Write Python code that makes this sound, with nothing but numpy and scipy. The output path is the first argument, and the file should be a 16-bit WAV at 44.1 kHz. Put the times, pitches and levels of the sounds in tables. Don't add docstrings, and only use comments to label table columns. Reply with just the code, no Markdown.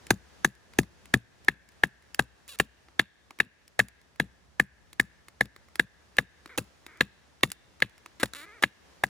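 import sys
import numpy as np
from scipy import signal
from scipy.fft import rfft, irfft, next_fast_len
from scipy.io import wavfile
from scipy.ndimage import uniform_filter1d

SR = 44100
rng = np.random.default_rng(int(sys.argv[2]) if len(sys.argv) > 2 else 0)


def generate_wav(signal):
    frames = np.transpose(np.atleast_2d(signal))
    scaled = np.clip(frames, -1, 1) * 32767
    pcm = np.round(scaled).astype(np.int16)
    wavfile.write(sys.argv[1], SR, pcm)


N = 400869
T = np.arange(8820) / SR
CRUSH_S = .001
BAND_LIMIT_HZ = 16500

# frequency in Hz, gain in dB.
CRACK_SPECTRUM = [(500, -35), (1500, -12.5), (2200, -6), (2680, 2), (3050, -6), (3650, 0), (4100, -4),
                  (4700, -19), (6500, -41.5), (12000, -39)]
SNAP_SPECTRUM = [(2000, -36.5), (4500, -0.5), (5700, -3), (6400, -3.5), (7200, 1.5), (8700, 0.5),
                 (10500, -2.5), (12200, -3), (13400, -9.5), (14900, 0.5), (15700, -14), (16800, -23)]
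WOOD_SPECTRUM = [(100, -21.5), (330, 4.5), (600, -9.5), (1200, 1), (1700, -9), (3000, -21.5), (8000, -55.5)]


def amp(db):
    return 10 ** (np.asarray(db) / 20)


def log_interp(points, hz):
    point_hz, value = np.transpose(points)
    return np.interp(np.log(hz + 1), np.log(np.sort(point_hz) + 1), value)


def unit_rms(x):
    return x / np.sqrt(np.mean(x ** 2) + 1e-20)


def at_level(x, db):
    return amp(db) * x * np.sqrt(SR / 100 / (np.sum(x ** 2) + 1e-20))


def add(mix, start_s, sound):
    part = mix[round(start_s * SR):][:len(sound)]
    part += sound[:len(part)]


def colour(x, spectrum):
    log_gain = np.log(amp(log_interp(spectrum, abs(np.fft.fftfreq(4096, 1 / SR)))))
    taps = np.fft.ifft(np.exp(signal.hilbert(log_gain).conj())).real
    return signal.fftconvolve(x, taps[:len(taps) // 2])[:len(x)]


def ring(modes, t):
    t = np.maximum(t, 0)
    return sum(amp(db) * 1000 ** (-t / t60_s) * np.sin(2 * np.pi * hz * t) for hz, db, t60_s in modes)


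def blow(start_s, blade_db, blade_hz, crack_db, snap_db, baton_db, log_db, thump_db):
    # time in seconds, log pitch in Hz, time to choke the blade
    # in seconds, upper blade mode against the main one in dB.
    sinking = [(0, 334.8, .0036, -7.5), (9, 552, 0.0056, -2.5)]
    times_s, *columns = np.transpose(sinking)
    log_hz, hold_s, upper_db = (np.interp(start_s, times_s, column) for column in columns)
    baton_hz = 769 * rng.uniform(.99, 1.06)
    bite_s = CRUSH_S + .00095 * amp(.6 * (snap_db + 32))
    t = T - bite_s
    steel = blade(t, blade_hz, blade_db, hold_s, upper_db) + blade_tip(start_s)
    crack = at_level(fibres(CRACK_SPECTRUM, bite_s, fade_s=.0026, tail_db=-24, tail_s=.017), crack_db)
    snap = at_level(fibres(SNAP_SPECTRUM, bite_s, fade_s=.0038, tail_db=-18, tail_s=.02), snap_db)
    knock = baton(bite_s, baton_hz, baton_db, knock_db=(crack_db + snap_db) / 2 + .5)
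    log = at_level(ring([(log_hz, 0, .026)], t - .001), log_db)
    return steel + crack + snap + knock + log + soil(t - .001, thump_db)


def blade(t, hz, level_db, hold_s, upper_db):
    main = at_level(blade_mode(t + .0005, hz, hold_s), level_db)
    upper = at_level(blade_mode(t + .00054, hz * rng.uniform(1.15, 1.27), hold_s), level_db + upper_db)
    spring_back = at_level(blade_mode(t - rng.uniform(.013, .014), hz, hold_s), level_db - 29.5)
    return main + upper + spring_back


def blade_mode(t, nominal_hz, hold_s, rise_s=.00039, sag=.14):
    t = np.maximum(t, 0)
    hz = nominal_hz * (1 + sag * (np.exp(-t / .0013) - .3))
    turns = np.cumsum((t > 0) * hz) / SR
    choke = np.exp(-(t / hold_s) ** 2.9) + amp(-17.5) * np.exp(-t / .0024)
    return (1 - np.exp(-t / rise_s)) * choke * np.sin(2 * np.pi * turns)


def blade_tip(start_s, free_db=-28, buried_db=-48, burying_s=(.8, 1.2)):
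    # frequency in Hz, relative level in dB, t60 in seconds.
    tip_modes = [(6310, -1, 0.012), (6440, -3, 0.035)]
    return at_level(ring(tip_modes, T - CRUSH_S), np.interp(start_s, burying_s, [free_db, buried_db]))


def fibres(spectrum, bite_s, fade_s, tail_db, tail_s):
    burst = np.minimum((T + .0001) / bite_s, 1) * np.exp(-np.maximum(T - bite_s, 0) / fade_s)
    grains = unit_rms(np.repeat(rng.exponential(1, len(T)), 40)[:len(T)])
    settling = amp(tail_db) * np.exp(-T / tail_s) * grains
    return colour(rng.standard_normal(len(T)) * (burst + settling), spectrum)


def baton(bite_s, hz, note_db, knock_db):
    note = ring([(hz, 0, .016), (hz * rng.uniform(2.1, 2.3), -8, .012)], T - bite_s)
    knock = fibres(WOOD_SPECTRUM, bite_s, fade_s=.003, tail_db=-18.5, tail_s=.014)
    return at_level(note, note_db) + at_level(knock, knock_db)


def soil(t, thump_db):
    # frequency in Hz, relative level in dB, t60 in seconds.
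    ground_modes = [(62, -20, .4), (124, -13, .08), (155, -12, .07), (194, -3, .075)]
    # frequency in Hz, gain in dB.
    settle_spectrum = [(30, -21.5), (90, -6.5), (200, 1), (320, -11.5), (600, -25), (2000, -54.5)]
    thump = at_level(thud(t) + amp(-9) * ring(ground_modes, t), thump_db)
    rebound_s = .018 * rng.uniform(1, 1.7)
    rebound = at_level(ring(ground_modes, T - rebound_s), thump_db - 7.5)
    rocking = rng.standard_normal(len(T)) * np.exp(-((T - rng.uniform(.012, .054)) / .029) ** 2)
    return thump + rebound + at_level(colour(rocking, settle_spectrum), .8 * thump_db - 18)


def thud(t, start_hz=380, glide_s=.0059):
    t = np.maximum(t, 0)
    end_hz = 105 * rng.uniform(.8, 1.25)
    turns = end_hz * t + (start_hz - end_hz) * glide_s * (1 - np.exp(-t / glide_s))
    push = (1 - np.exp(-t / .0012)) * (np.exp(-t / .0075) + amp(-17) * np.exp(-t / .026))
    return push * np.sin(2 * np.pi * turns)


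def after_ring(blade_db, swell_s=.056, t60_s=.55):
    # frequency in Hz, gain in dB.
    ring_spectrum = [(900, -44.5), (1450, -13.5), (1640, 0), (1780, -4), (1950, -12.5), (2300, -21),
                     (2650, -16), (3200, -33.5), (6000, -52.5)]
    t = np.arange(SR) / SR
    swell = (1 - np.exp(-t / swell_s)) * 1000 ** (-t / t60_s)
    return at_level(colour(rng.standard_normal(SR) * swell, ring_spectrum), blade_db - 36)


def tick(level_db, bright_db):
    # frequency in Hz, gain in dB.
    click_spectrum = [(500, -25.5), (1300, -6.5), (2100, 0.5), (3000, -7.5), (3800, -3), (5000, -10.5),
                      (9000, -26.5)]
    parts = (WOOD_SPECTRUM, -6.5 - bright_db), (click_spectrum, 1), (SNAP_SPECTRUM, bright_db)
    return sum(at_level(fibres(spectrum, .0008, fade_s=.0018, tail_db=-25, tail_s=.013), level_db + db)
               for spectrum, db in parts)


def creak(level_db, edge_db, slip_rates, jitter=.011, uneven_db=2, rasp_db=-13):
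    # frequency in Hz, gain in dB.
    cleft_spectrum = [(150, -26), (330, 1.5), (480, -2.5), (800, -12), (1250, 2.5), (1700, 3.5),
                      (2300, 5.5), (2700, -16.5), (3600, -13), (4500, -25.5), (9000, -39.5)]
    times_s, rate_hz = np.transpose(slip_rates)
    t = np.arange(times_s[0], times_s[-1], 1 / SR)
    dying = np.linspace(0, 1, len(t)) ** 2
    level, dryness = amp(level_db - 5 * dying), amp(edge_db - 11.5 * dying)
    waver, grip = unit_rms(uniform_filter1d(rng.standard_normal((2, len(t))), size=120))
    turns = np.cumsum(np.interp(t, times_s, rate_hz) * (1 + jitter * waver)) / SR
    pulses = sum(np.cos(2 * np.pi * k * turns) for k in range(1, 60) if k * rate_hz.min() < BAND_LIMIT_HZ)
    slips = unit_rms(amp(uneven_db * grip) * pulses) + amp(rasp_db) * rng.standard_normal(len(t))
    edge = unit_rms(colour(slips, SNAP_SPECTRUM)) + unit_rms(colour(slips, CRACK_SPECTRUM))
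    sound = (unit_rms(colour(slips, cleft_spectrum)) + dryness * edge) / np.sqrt(1 + dryness ** 2)
    return times_s[0], level * sound * signal.windows.tukey(len(t), .05)


def clearing_echo(x, near_db=-27, near_t60_s=.03, far_db=-39, far_t60_s=1):
    # frequency in Hz, gain in dB.
    far_spectrum = [(100, -7.5), (700, -8.5), (1700, -8.5), (2700, -2.5), (3700, -3), (12000, -18)]
    t = np.arange(SR) / SR
    near, far = rng.standard_normal((2, SR)) * (rng.random((2, SR)) < .08)
    near = near * 1000 ** (-t / near_t60_s) * (t > .007)
    far = colour(far * 1000 ** (-t / far_t60_s) * np.minimum(t / .021, 1), far_spectrum)
    response = amp(near_db) * near / np.linalg.norm(near) + amp(far_db) * far / np.linalg.norm(far)
    return signal.fftconvolve(x, response)[:N]


def open_air(flutter_db=.4):
    # frequency in Hz, gain in dB.
    hiss_spectrum = [(20, -31), (80, -3), (150, -9), (400, -10.5), (700, -13), (1300, -16), (1750, -15.5),
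                     (2300, -20), (5800, -23), (9000, -30), (12000, -34.5), (13300, -50), (14800, -33),
                     (16500, -58)]
    rumble_spectrum = [(20, -24), (45, -13), (68, -1), (90, -12.5), (190, -14.5), (300, -23.5),
                       (800, -68.5)]
    # time in seconds, level before mixing in dB.
    hiss_levels = [(0, -60), (1, -62.5), (3.8, -69.5), (5.6, -67), (6.6, -64.5), (7.4, -67), (9.09, -62)]
    rumble_levels = [(0, -61), (1.3, -62.5), (3.6, -72), (4.5, -66), (9.09, -68.5)]
    t = np.arange(N) / SR
    flutter = unit_rms(uniform_filter1d(rng.standard_normal(N), size=2200))
    hiss_db = np.interp(t, *np.transpose(hiss_levels)) - flutter_db * flutter
    rumble_db = np.interp(t, *np.transpose(rumble_levels))
    low_cut = signal.butter(2, 250, "high", fs=SR, output="sos")
    hiss = signal.sosfilt(low_cut, colour(rng.standard_normal(N), hiss_spectrum))
    rumble = colour(rng.standard_normal(N), rumble_spectrum)
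    return unit_rms(hiss) * amp(hiss_db) + unit_rms(rumble) * amp(rumble_db)


def microphone_ports(x):
    # frequency in Hz, lead of the left in radians.
    port_phase = [(100, 0), (1500, 0), (1800, .55), (2400, .45), (3800, 1.5), (5300, 1.3), (5800, -1.3),
                  (7300, .4), (8000, 2.6), (9500, 1.7), (10800, 0), (12000, -1.8), (13500, -3.1),
                  (15000, -4.7), (16000, -6.3)]
    # frequency in Hz, left minus right in dB.
    port_balance = [(60, 4), (200, 4), (400, 5.5), (570, -1), (800, 8.5), (1100, -8.5), (1620, 9.5),
                    (1950, -4.5), (2400, -1), (3800, 0), (5000, 3), (6400, -6.5), (9000, -2), (15000, 0.5)]
    size = next_fast_len(N + 4096)
    hz = np.fft.rfftfreq(size, 1 / SR)
    lean = amp(log_interp(port_balance, hz) / 2)
    left = lean * np.exp(1j * log_interp(port_phase, hz) / 2)
    pair = np.array([left, 1 / left]) / np.sqrt((lean ** 2 + lean ** -2) / 2)
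    return irfft(rfft(x, size) * pair, size)[:, :N]


def scene():
    # start in seconds, blade level in dB, nominal blade pitch in Hz, then
    # levels in dB of crack, fibre snap, baton note, log and ground thump.
    blows = [(0.1059, -17.5, 1643, -24.5, -24, -21, -31, -20.5),
             (0.4465, -13.5, 1730, -24, -26, -27, -33.5, -24.5),
             (0.7868, -21, 1756, -26, -26, -29, -22.5, -18.5),
             (1.139, -14, 1773, -23.5, -26, -31.5, -23, -17), (1.484, -11, 1785, -25, -35.5, -30, -36, -31),
             (1.8357, -13, 1743, -27.5, -34, -25.5, -40.5, -28),
             (2.193, -18, 1675, -25.5, -30, -24, -46, -28),
             (2.599, -19.5, 1780, -24, -27.5, -26.5, -26.5, -28),
             (2.9943, -15, 1750, -20.5, -31, -29.5, -42.5, -32.5),
             (3.4017, -16.5, 1748, -23, -37, -34.5, -38, -34.5),
             (3.792, -20.5, 1830, -29, -28.5, -25, -34, -34.5),
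             (3.7994, -16.5, 1736, -28, -35.5, -35, -38, -30.5),
             (4.1992, -21.5, 1720, -30.5, -37.5, -37.5, -33, -27.5),
             (4.598, -14.5, 1764, -30, -32, -29.5, -33.5, -26),
             (4.9976, -17, 1796, -29.5, -30.5, -34, -44.5, -30.5),
             (5.4089, -17.5, 1770, -30, -34.5, -32, -32.5, -29),
             (5.7956, -16, 1710, -27, -33, -49.5, -33, -32.5),
             (6.1848, -14.5, 1747, -22.5, -33, -33, -28, -28.5),
             (6.5769, -43, 1980, -35.5, -31.5, -39, -54, -45.5),
             (6.583, -38.5, 1630, -32, -32.5, -37, -31.5, -33.5),
             (7.008, -18, 1745, -22, -34, -40.5, -26.5, -30),
             (7.4326, -20, 1933, -19.5, -27, -42, -31.5, -26),
             (7.822, -18, 1758, -24, -38, -38.5, -33, -33),
             (8.231, -24.5, 1637, -28.5, -28, -44.5, -25.5, -32.5),
             (8.6249, -35, 1780, -33, -34, -46, -47, -59),
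             (8.6361, -17, 1745, -22.5, -34.5, -33, -34, -32.5),
             (9.037, -22, 1715, -30.5, -33.5, -24.5, -41, -35.5)]
    # start in seconds, level in dB, brightness in dB.
    ticks = [(0.0677, -51, 1), (0.7353, -56.5, -5), (0.832, -49.5, -5.5), (1.056, -55.5, 0),
             (1.4467, -63.5, 7.5), (2.1455, -41.5, 3), (2.222, -54.5, 0), (2.4788, -58.5, 7.5),
             (2.588, -46.5, 5), (2.8846, -62.5, -11.5), (3.014, -52.5, 0), (3.307, -49.5, -8.5),
             (3.3879, -49.5, -3.5), (3.6785, -63.5, 6.5), (3.8838, -54.5, 3.5), (4.9296, -53, 0),
             (5.2833, -52.5, -1), (5.4554, -51, -5), (5.5623, -53, -4), (5.7559, -44, -0.5),
             (6.1678, -48, 0.5), (6.4586, -49, -7.5), (6.475, -62, -4.5), (6.8644, -47.5, -3.5),
             (7.5018, -50, 3), (7.5172, -38.5, 6.5), (7.8024, -49.5, -3), (8.0601, -48.5, -6.5),
             (8.1986, -44, -3.5), (8.2571, -44, -1), (8.335, -43, -0.5)]
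    # (time in seconds, slip rate in Hz).
    creaks = [(-48.5, 9.5, [(2.483, 400), (2.496, 590), (2.51, 570), (2.527, 550), (2.56, 410)]),
              (-51, -23, [(6.491, 320), (6.515, 540), (6.548, 430), (6.562, 820)]),
              (-55, -25.5, [(6.878, 325), (6.905, 300), (6.938, 550), (6.965, 280), (6.996, 360)]),
              (-39.5, -3.5, [(8.199, 310), (8.213, 350), (8.231, 190)]), (-44.5, -2.5, [(8.345, 220),
              (8.368, 287), (8.405, 288), (8.458, 345)]), (-52.5, -30.5, [(8.461, 400), (8.485, 420),
              (8.512, 415), (8.549, 490), (8.575, 440), (8.6, 370)])]
    splitting = np.zeros(N)
    for start_s, blade_db, *settings in blows:
        add(splitting, start_s - CRUSH_S, blow(start_s, blade_db, *settings))
        add(splitting, start_s, after_ring(blade_db))
    for start_s, level_db, bright_db in ticks:
        add(splitting, start_s, tick(level_db, bright_db))
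    for _ in range(12):
        offset_db, bright_db = 3 * rng.standard_normal(2)
        add(splitting, rng.uniform(0, N / SR), tick(-65 + offset_db, bright_db))
    centre_air, *side_air = [open_air() for _ in range(3)]
    for row in creaks:
        add(splitting, *creak(*row))
    around = np.array([clearing_echo(splitting) + amp(1.5) * air for air in side_air])
    return microphone_ports(splitting + amp(-3.5) * centre_air) + around


def record(dry, low_cut_hz=50, duck_samples=1300):
    x = signal.sosfilt(signal.butter(2, low_cut_hz, "high", fs=SR, output="sos"), dry)
    peak_db = 20 * np.log10(abs(x).max(0) + 1e-9)
    t = np.arange(N) / SR

    def excess_db(threshold_db, release_db_per_s):
        release_db = release_db_per_s * t
        return np.maximum.accumulate(np.maximum(peak_db - threshold_db, 0) + release_db) - release_db

    limit_db = uniform_filter1d(excess_db(-4.8, 1500), size=4)
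    duck_db = signal.lfilter([1 / duck_samples], [1, 1 / duck_samples - 1], excess_db(-8, 30))
    limited = x / amp(np.maximum(limit_db, duck_db))
    low_pass = signal.firwin(255, BAND_LIMIT_HZ, window=("kaiser", 9), fs=SR)
    return signal.oaconvolve(limited, low_pass[None], "same")


dry = scene()
out = record(dry)
generate_wav(out)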